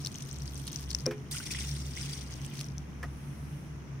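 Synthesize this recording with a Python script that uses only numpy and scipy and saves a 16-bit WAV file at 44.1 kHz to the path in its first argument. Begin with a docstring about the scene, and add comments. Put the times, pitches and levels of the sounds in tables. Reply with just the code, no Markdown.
"""A watering can pours on bare soil, close up: a thin trickle of ticking drops, a break as the can
swings and knocks hollowly, then a full stream that splatters into its own puddle and thins to drips.
The water is clouds of tiny pings and noise, with rising chirps for bubbles; each knock is a crack
over ringing modes. A lighter knock of the handle and a soft rustle follow, and a distant motor
drones under the outdoor air throughout."""
import sys
import numpy as np
from scipy import signal
from scipy.fft import rfft, irfft
from scipy.io import wavfile

SR = 44100
rng = np.random.default_rng(int(sys.argv[2]) if len(sys.argv) > 2 else 0)


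def put_to_file(sound):
    """Save the sound as 16-bit audio at rate SR, in the file named by the first command-line argument."""
    columns = np.atleast_2d(sound).T  # one column per channel
    safe = np.clip(columns, -1, 1)
    whole_steps = np.round(safe * 32767)
    wavfile.write(sys.argv[1], SR, whole_steps.astype(np.int16))


N = 176400
T = np.arange(N) / SR

# fader of the thin trickle (time [s], level [dB])
TRICKLE_FADER = [(0, -49), (.5, -52), (.76, -43), (.86, -53), (.95, -47), (1.14, -68.5), (2.12, -59),
                 (2.3, -55), (2.5, -56.5), (2.61, -47.5), (2.68, -58), (2.9, -80)]
# EQ of small splashes on soil (frequency [Hz], gain [dB])
SPLASH_EQ = [(600, -10), (4200, 1), (9000, -3.5), (13000, -7.5)]
# tone of the outdoor air (frequency [Hz], gain [dB])
AIR_EQ = [(20, -12), (45, -9), (90, 0.2), (170, 1.7), (300, -5), (550, -18), (1150, -19), (2200, -24),
          (3200, -32), (4800, -37), (6200, -33), (8300, -43), (15500, -45)]
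# how alike the air is left and right (frequency [Hz], correlation [0-1])
AIR_CORRELATION = [(140, 0.81), (300, 0.79), (1500, 0)]
# hum of the distant motor (pitch [Hz], width [Hz], level [dB])
MOTOR_PARTIALS = [(68.7, 3.6, -45), (139.9, 12.4, -43)]
# the hum swells and sinks (time [s], gain [dB])
MOTOR_SWELL = [(1.1, -0.5), (2.1, 1), (3.1, -1.5)]
# single large drops (time [s], level [dB], pitch [Hz])
BIG_DROPS = [(.049, -22, 5710), (.061, -19, 4090), (0.0707, -19.5, 4520), (.157, -27.5, 6200),
             (0.329, -27, 7860), (.4202, -32.5, 5700), (0.6774, -24, 4200), (.730, -28, 6200),
             (0.761, -27.5, 5000), (0.9056, -23.5, 5000), (0.9136, -23.5, 4300), (0.9486, -13.5, 5580),
             (1.059, -22, 4826), (1.0632, -16, 5530), (2.339, -32, 5990), (2.4472, -31, 3260),
             (2.463, -27.5, 8300), (2.5922, -27, 4000), (2.604, -29.5, 4510), (2.611, -27, 2770),
             (2.6433, -32, 5730), (2.6857, -39, 5710), (2.781, -28, 5980)]
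# hollow body of the can (frequency [Hz], gain [dB], t60 [s])
BODY_MODES = [(241.4, -12, 0.22), (346.6, -10, 0.3), (420.8, -4.5, 0.41), (512, 1.5, 0.17),
              (703, -4.5, 0.01), (1310, -7, 0.05), (2400, -17.5, 0.14)]
# blows on the body (time [s], level [dB], brightness [dB/octave])
BODY_BLOWS = [(1.0582, -40, 8), (1.0649, -33, -5), (1.0735, -41.5, -1.5), (1.1092, -34.5, 7)]
# EQ of a blow's crack (frequency [Hz], gain [dB])
CRACK_EQ = [(250, 5.5), (2200, -2.5), (3500, -19), (15000, -28)]
# fader of the full stream (time [s], level [dB])
STREAM_FADER = [(1.3, -77), (1.315, -44.5), (1.45, -44.5), (1.56, -41.5), (1.7, -42), (1.83, -52),
                (1.92, -50.5), (2.03, -43.5), (2.14, -47.5), (2.26, -54.5), (2.57, -61), (2.7, -101)]
# EQ of its splatter (frequency [Hz], gain [dB])
STREAM_EQ = [(600, -23), (2200, -4), (4000, 1.5), (9000, -2.5), (13000, -11)]
# fader of the froth in the puddle (time [s], level [dB])
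FROTH_FADER = [(1.3, -65), (1.35, -46.5), (1.46, -58), (1.55, -43), (1.83, -74), (1.98, -50.5),
               (2.2, -60.5), (2.6, -56), (2.68, -65.5)]
# single large bubbles (time [s], level [dB], starting pitch [Hz])
BIG_BUBBLES = [(1.349, -38.5, 1365), (1.402, -38, 1412), (1.509, -34, 2400), (1.5484, -30, 1900),
               (1.973, -34, 2030)]
# fader of the soft rustle (time [s], level [dB])
RUSTLE_FADER = [(2.95, -71.5), (3.2, -61.5), (3.6, -62), (3.85, -77)]
# its EQ (frequency [Hz], gain [dB])
RUSTLE_EQ = [(3200, 0), (6500, -13), (10300, 3.5), (15500, -9)]
# stiff plastic handle (frequency [Hz], gain [dB], t60 [s])
HANDLE_MODES = [(711, -13, 0.06), (1054, 2.5, 0.01), (1234, -8, .05), (1736, -3.5, 0.18),
                (1900, -7, 0.0546)]
# blows on the handle (time [s], level [dB], brightness [dB/octave])
HANDLE_BLOWS = [(3.029, -34.5, 10.5), (3.0385, -32.5, -6)]
# resonances of the two microphone ports (frequency [Hz], gain [dB])
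LEFT_PORT_EQ = [(3400, 0), (4600, 2.5), (5650, 10.5), (7000, 3), (8200, -5.5), (12000, -3.5), (14500, 0.5)]
RIGHT_PORT_EQ = [(6000, 0), (7300, -1.5), (8600, 6.5), (10000, 3.5), (11500, -2), (15000, -0.5)]


def amp(db):
    """Decibels to gain."""
    return 10 ** (np.asarray(db) / 20)


def unit(x):
    """Normalises to rms 1."""
    return x / np.sqrt(np.mean(x ** 2) + 1e-20)


def curve_at(points, hz):
    """Reads a curve on a log-frequency axis."""
    freqs, values = np.transpose(points)
    return np.interp(np.log(hz + 1), np.log(freqs), values)


def fader(points):
    """Gain over time from dB breakpoints."""
    return amp(np.interp(T, *np.transpose(points)))


def add(mix, start_s, sound):
    """Drops a sound into the mix on cue."""
    part = mix[..., round(start_s * SR):][..., :sound.shape[-1]]
    part += sound[..., :part.shape[-1]]


def eq(x, points):
    """Minimum-phase EQ: no ringing ahead of an attack."""
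    log_gain = np.log(amp(curve_at(points, abs(np.fft.fftfreq(4096, 1 / SR)))))
    taps = np.fft.ifft(np.exp(np.conj(signal.hilbert(log_gain)))).real[:2048]
    return signal.oaconvolve(x, taps[None], axes=1)[:, :N]


def wander(hz):
    """Random modulation, rolled off above hz."""
    lowpass = 1 + (np.fft.rfftfreq(N, 1 / SR) / hz) ** 4
    return unit(irfft(rfft(rng.standard_normal(N)) / lowpass, N))


def ping(hz, cycles, rise):
    """A ring that dies in a few cycles while its pitch climbs."""
    turns = hz * T[:1500]
    age = turns / cycles
    bend = 1 + rise * np.minimum(age, 4) / 2
    return (1 - np.exp(-2 * turns)) * np.exp(-age) * np.sin(2 * np.pi * turns * bend)


def grains(per_s, spread_db, clump_db, band_hz, cycles, rise, pitches=40):
    """A clumpy cloud of droplets of many sizes, each pinging at one of many pitches."""
    size = amp(spread_db * np.minimum(rng.exponential(1, N), 3.5) + clump_db * wander(47))
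    hits = size * rng.choice([-1, 1], N) * (rng.random(N) < per_s / SR)
    voice, out = rng.integers(0, pitches, N), np.zeros((2, N))
    for k, hz in enumerate(np.geomspace(*band_hz, pitches)):
        ring = signal.oaconvolve(hits * (voice == k), ping(hz, cycles, rise) * hz)[:N]
        # small level and time offsets give stereo width
        out += [ring * amp(2 * rng.standard_normal()), np.roll(ring, rng.integers(-6, 7))]
    return unit(out)


def soil_scatter(x, send_db=-4, decay_s=0.00474):
    """Clods of soil scatter each splash into a short diffuse tail."""
    t = T[:2000]
    tail = rng.standard_normal((2, len(t))) * np.exp(-t / decay_s)
    return x + amp(send_db) * signal.oaconvolve(x, tail / np.linalg.norm(tail[0]), axes=1)[:, :N]


def trickle(splats_per_s=190, energy_decay_s=0.0027, splat_db=1.5, trim_db=-2):
    """The thin jet breaks into drops that tick and splat on wet soil."""
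    ticks = grains(per_s=900, spread_db=5, clump_db=2.5, band_hz=(2620, 14250), cycles=2.5, rise=0.02)
    hits = (rng.random(N) < splats_per_s / SR) * amp(10.4 * np.minimum(rng.exponential(1, N), 3))
    energy = signal.lfilter([1], [1, -np.exp(-1 / (energy_decay_s * SR))], hits)
    splats = unit(np.sqrt(energy) * rng.standard_normal((2, N)))
    patter = eq(soil_scatter(ticks) + amp(splat_db) * splats, SPLASH_EQ)
    return fader(TRICKLE_FADER) * unit(patter) * amp(trim_db)


def air(level_db=-46):
    """A bed of outdoor noise: centred rumble, wide highs."""
    hz = np.fft.rfftfreq(N, 1 / SR)
    left, other = rfft(rng.standard_normal((2, N)))
    alike = curve_at(AIR_CORRELATION, hz)
    right = alike * left + np.sqrt(1 - alike ** 2) * other
    return amp(level_db) * unit(irfft(np.array([left, right]) * amp(curve_at(AIR_EQ, hz)), N))


def motor():
    """A far motor hums on two partials that waver in level and phase."""
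    hum = 0
    for hz, width_hz, db in MOTOR_PARTIALS:
        sway = 1 + wander(width_hz) + 1j * wander(width_hz)
        hum += amp(db) * unit((sway * np.exp(2j * np.pi * hz * T)).real)
    return fader(MOTOR_SWELL) * hum


def drops(attack_s=0.00021, decay_s=0.000686, spray_decay_s=0.00339):
    """Large drops ping and throw a little spray."""
    pings, spray, t = np.zeros((2, N)), np.zeros((2, N)), T[:1500]
    envelope = (1 - np.exp(-t / attack_s)) * np.exp(-t / decay_s)
    for start_s, db, hz in BIG_DROPS:
        add(pings, start_s, amp(db) * envelope * np.sin(2 * np.pi * hz * t))
        spray_gain = 0.2 * (5000 / hz) ** 2  # lower drops are fatter and spray more
        burst = np.exp(-t / spray_decay_s) * rng.standard_normal((2, len(t)))
        add(spray, start_s, amp(db) * spray_gain * burst)
    return pings + eq(spray, SPLASH_EQ)


def knocks(modes, blows, crack_db, crack_s=0.014, attack_s=0.001, pivot_hz=1400):
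    """Each blow on the can cracks and rings its modes, with its own level and brightness."""
    out, t = np.zeros((2, N)), T[:SR // 2]
    for start_s, db, tilt in blows:
        ring = 0
        for hz, mode_db, t60 in modes:
            ring += amp(mode_db + tilt * np.log2(hz / pivot_hz) - 60 * t / t60) * np.sin(2 * np.pi * hz * t)
        noise = rng.standard_normal(len(t)) + rng.standard_normal((2, len(t))) / 2
        tilted_eq = [(hz, gain + tilt * np.log2(np.clip(hz, 900, 2800) / pivot_hz))
                     for hz, gain in CRACK_EQ]
        add(out, start_s, amp(db) * ring * (1 - np.exp(-t / attack_s)))
        add(out, start_s, amp(db + crack_db) * eq(noise * np.exp(-t / crack_s), tilted_eq))
    return out


def stream(mist_db=-5.5, lump_db=2.3):
    """The full jet splatters in lumps, throws fine mist and whips froth into the puddle."""
    splatter = grains(per_s=3600, spread_db=4, clump_db=1.5, band_hz=(1290, 15100),
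                      cycles=4.2, rise=0.032)
    mist = amp(mist_db) * rng.standard_normal((2, N))
    froth = grains(per_s=500, spread_db=2.5, clump_db=1, band_hz=(1620, 3190), cycles=2.9, rise=0.061)
    lumpy = (soil_scatter(splatter) + mist) * amp(lump_db * wander(30))
    jet = fader(STREAM_FADER) * unit(eq(lumpy, STREAM_EQ))
    puddle = fader(FROTH_FADER) * unit(soil_scatter(froth))
    return jet + puddle + sizzle(splatter + mist)


def sizzle(splash, landing_s=1.311, level_db=-39, decay_s=0.076, band_hz=(7100, 12700)):
    """The jet first lands on dry soil, which sizzles until it is wet."""
    out = np.zeros((2, N))
    fizz = unit(signal.lfilter(*signal.butter(2, band_hz, "bandpass", fs=SR), splash))
    add(out, landing_s, amp(level_db) * np.exp(-T / decay_s) * fizz)
    return out


def bubbles():
    """Large bubbles ring in the puddle with an upward chirp."""
    out = np.zeros((2, N))
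    for start_s, db, hz in BIG_BUBBLES:
        add(out, start_s, amp(db) * ping(hz, cycles=7.8, rise=0.079))
    return out


def rustle():
    """A soft swell of bright noise near the end."""
    return fader(RUSTLE_FADER) * unit(eq(rng.standard_normal((2, N)), RUSTLE_EQ))


def scene():
    """Water up front, knocks of the can, and the outdoor bed beneath."""
    water = trickle() + stream() + drops() + bubbles()
    body = knocks(BODY_MODES, BODY_BLOWS, crack_db=3.5)  # thuds as the water shifts
    handle = knocks(HANDLE_MODES, HANDLE_BLOWS, crack_db=-2)
    return water + body + handle + air() + motor() + rustle()


def record(dry):
    """Each microphone port colours the treble its own way; a steep high cut follows."""
    ports = np.vstack([eq(dry[:1], LEFT_PORT_EQ), eq(dry[1:], RIGHT_PORT_EQ)])
    high_cut = signal.firwin(255, 15800, window=("kaiser", 9), fs=SR)
    return signal.oaconvolve(ports, high_cut[None], "same")


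dry = scene()
out = record(dry)
put_to_file(out)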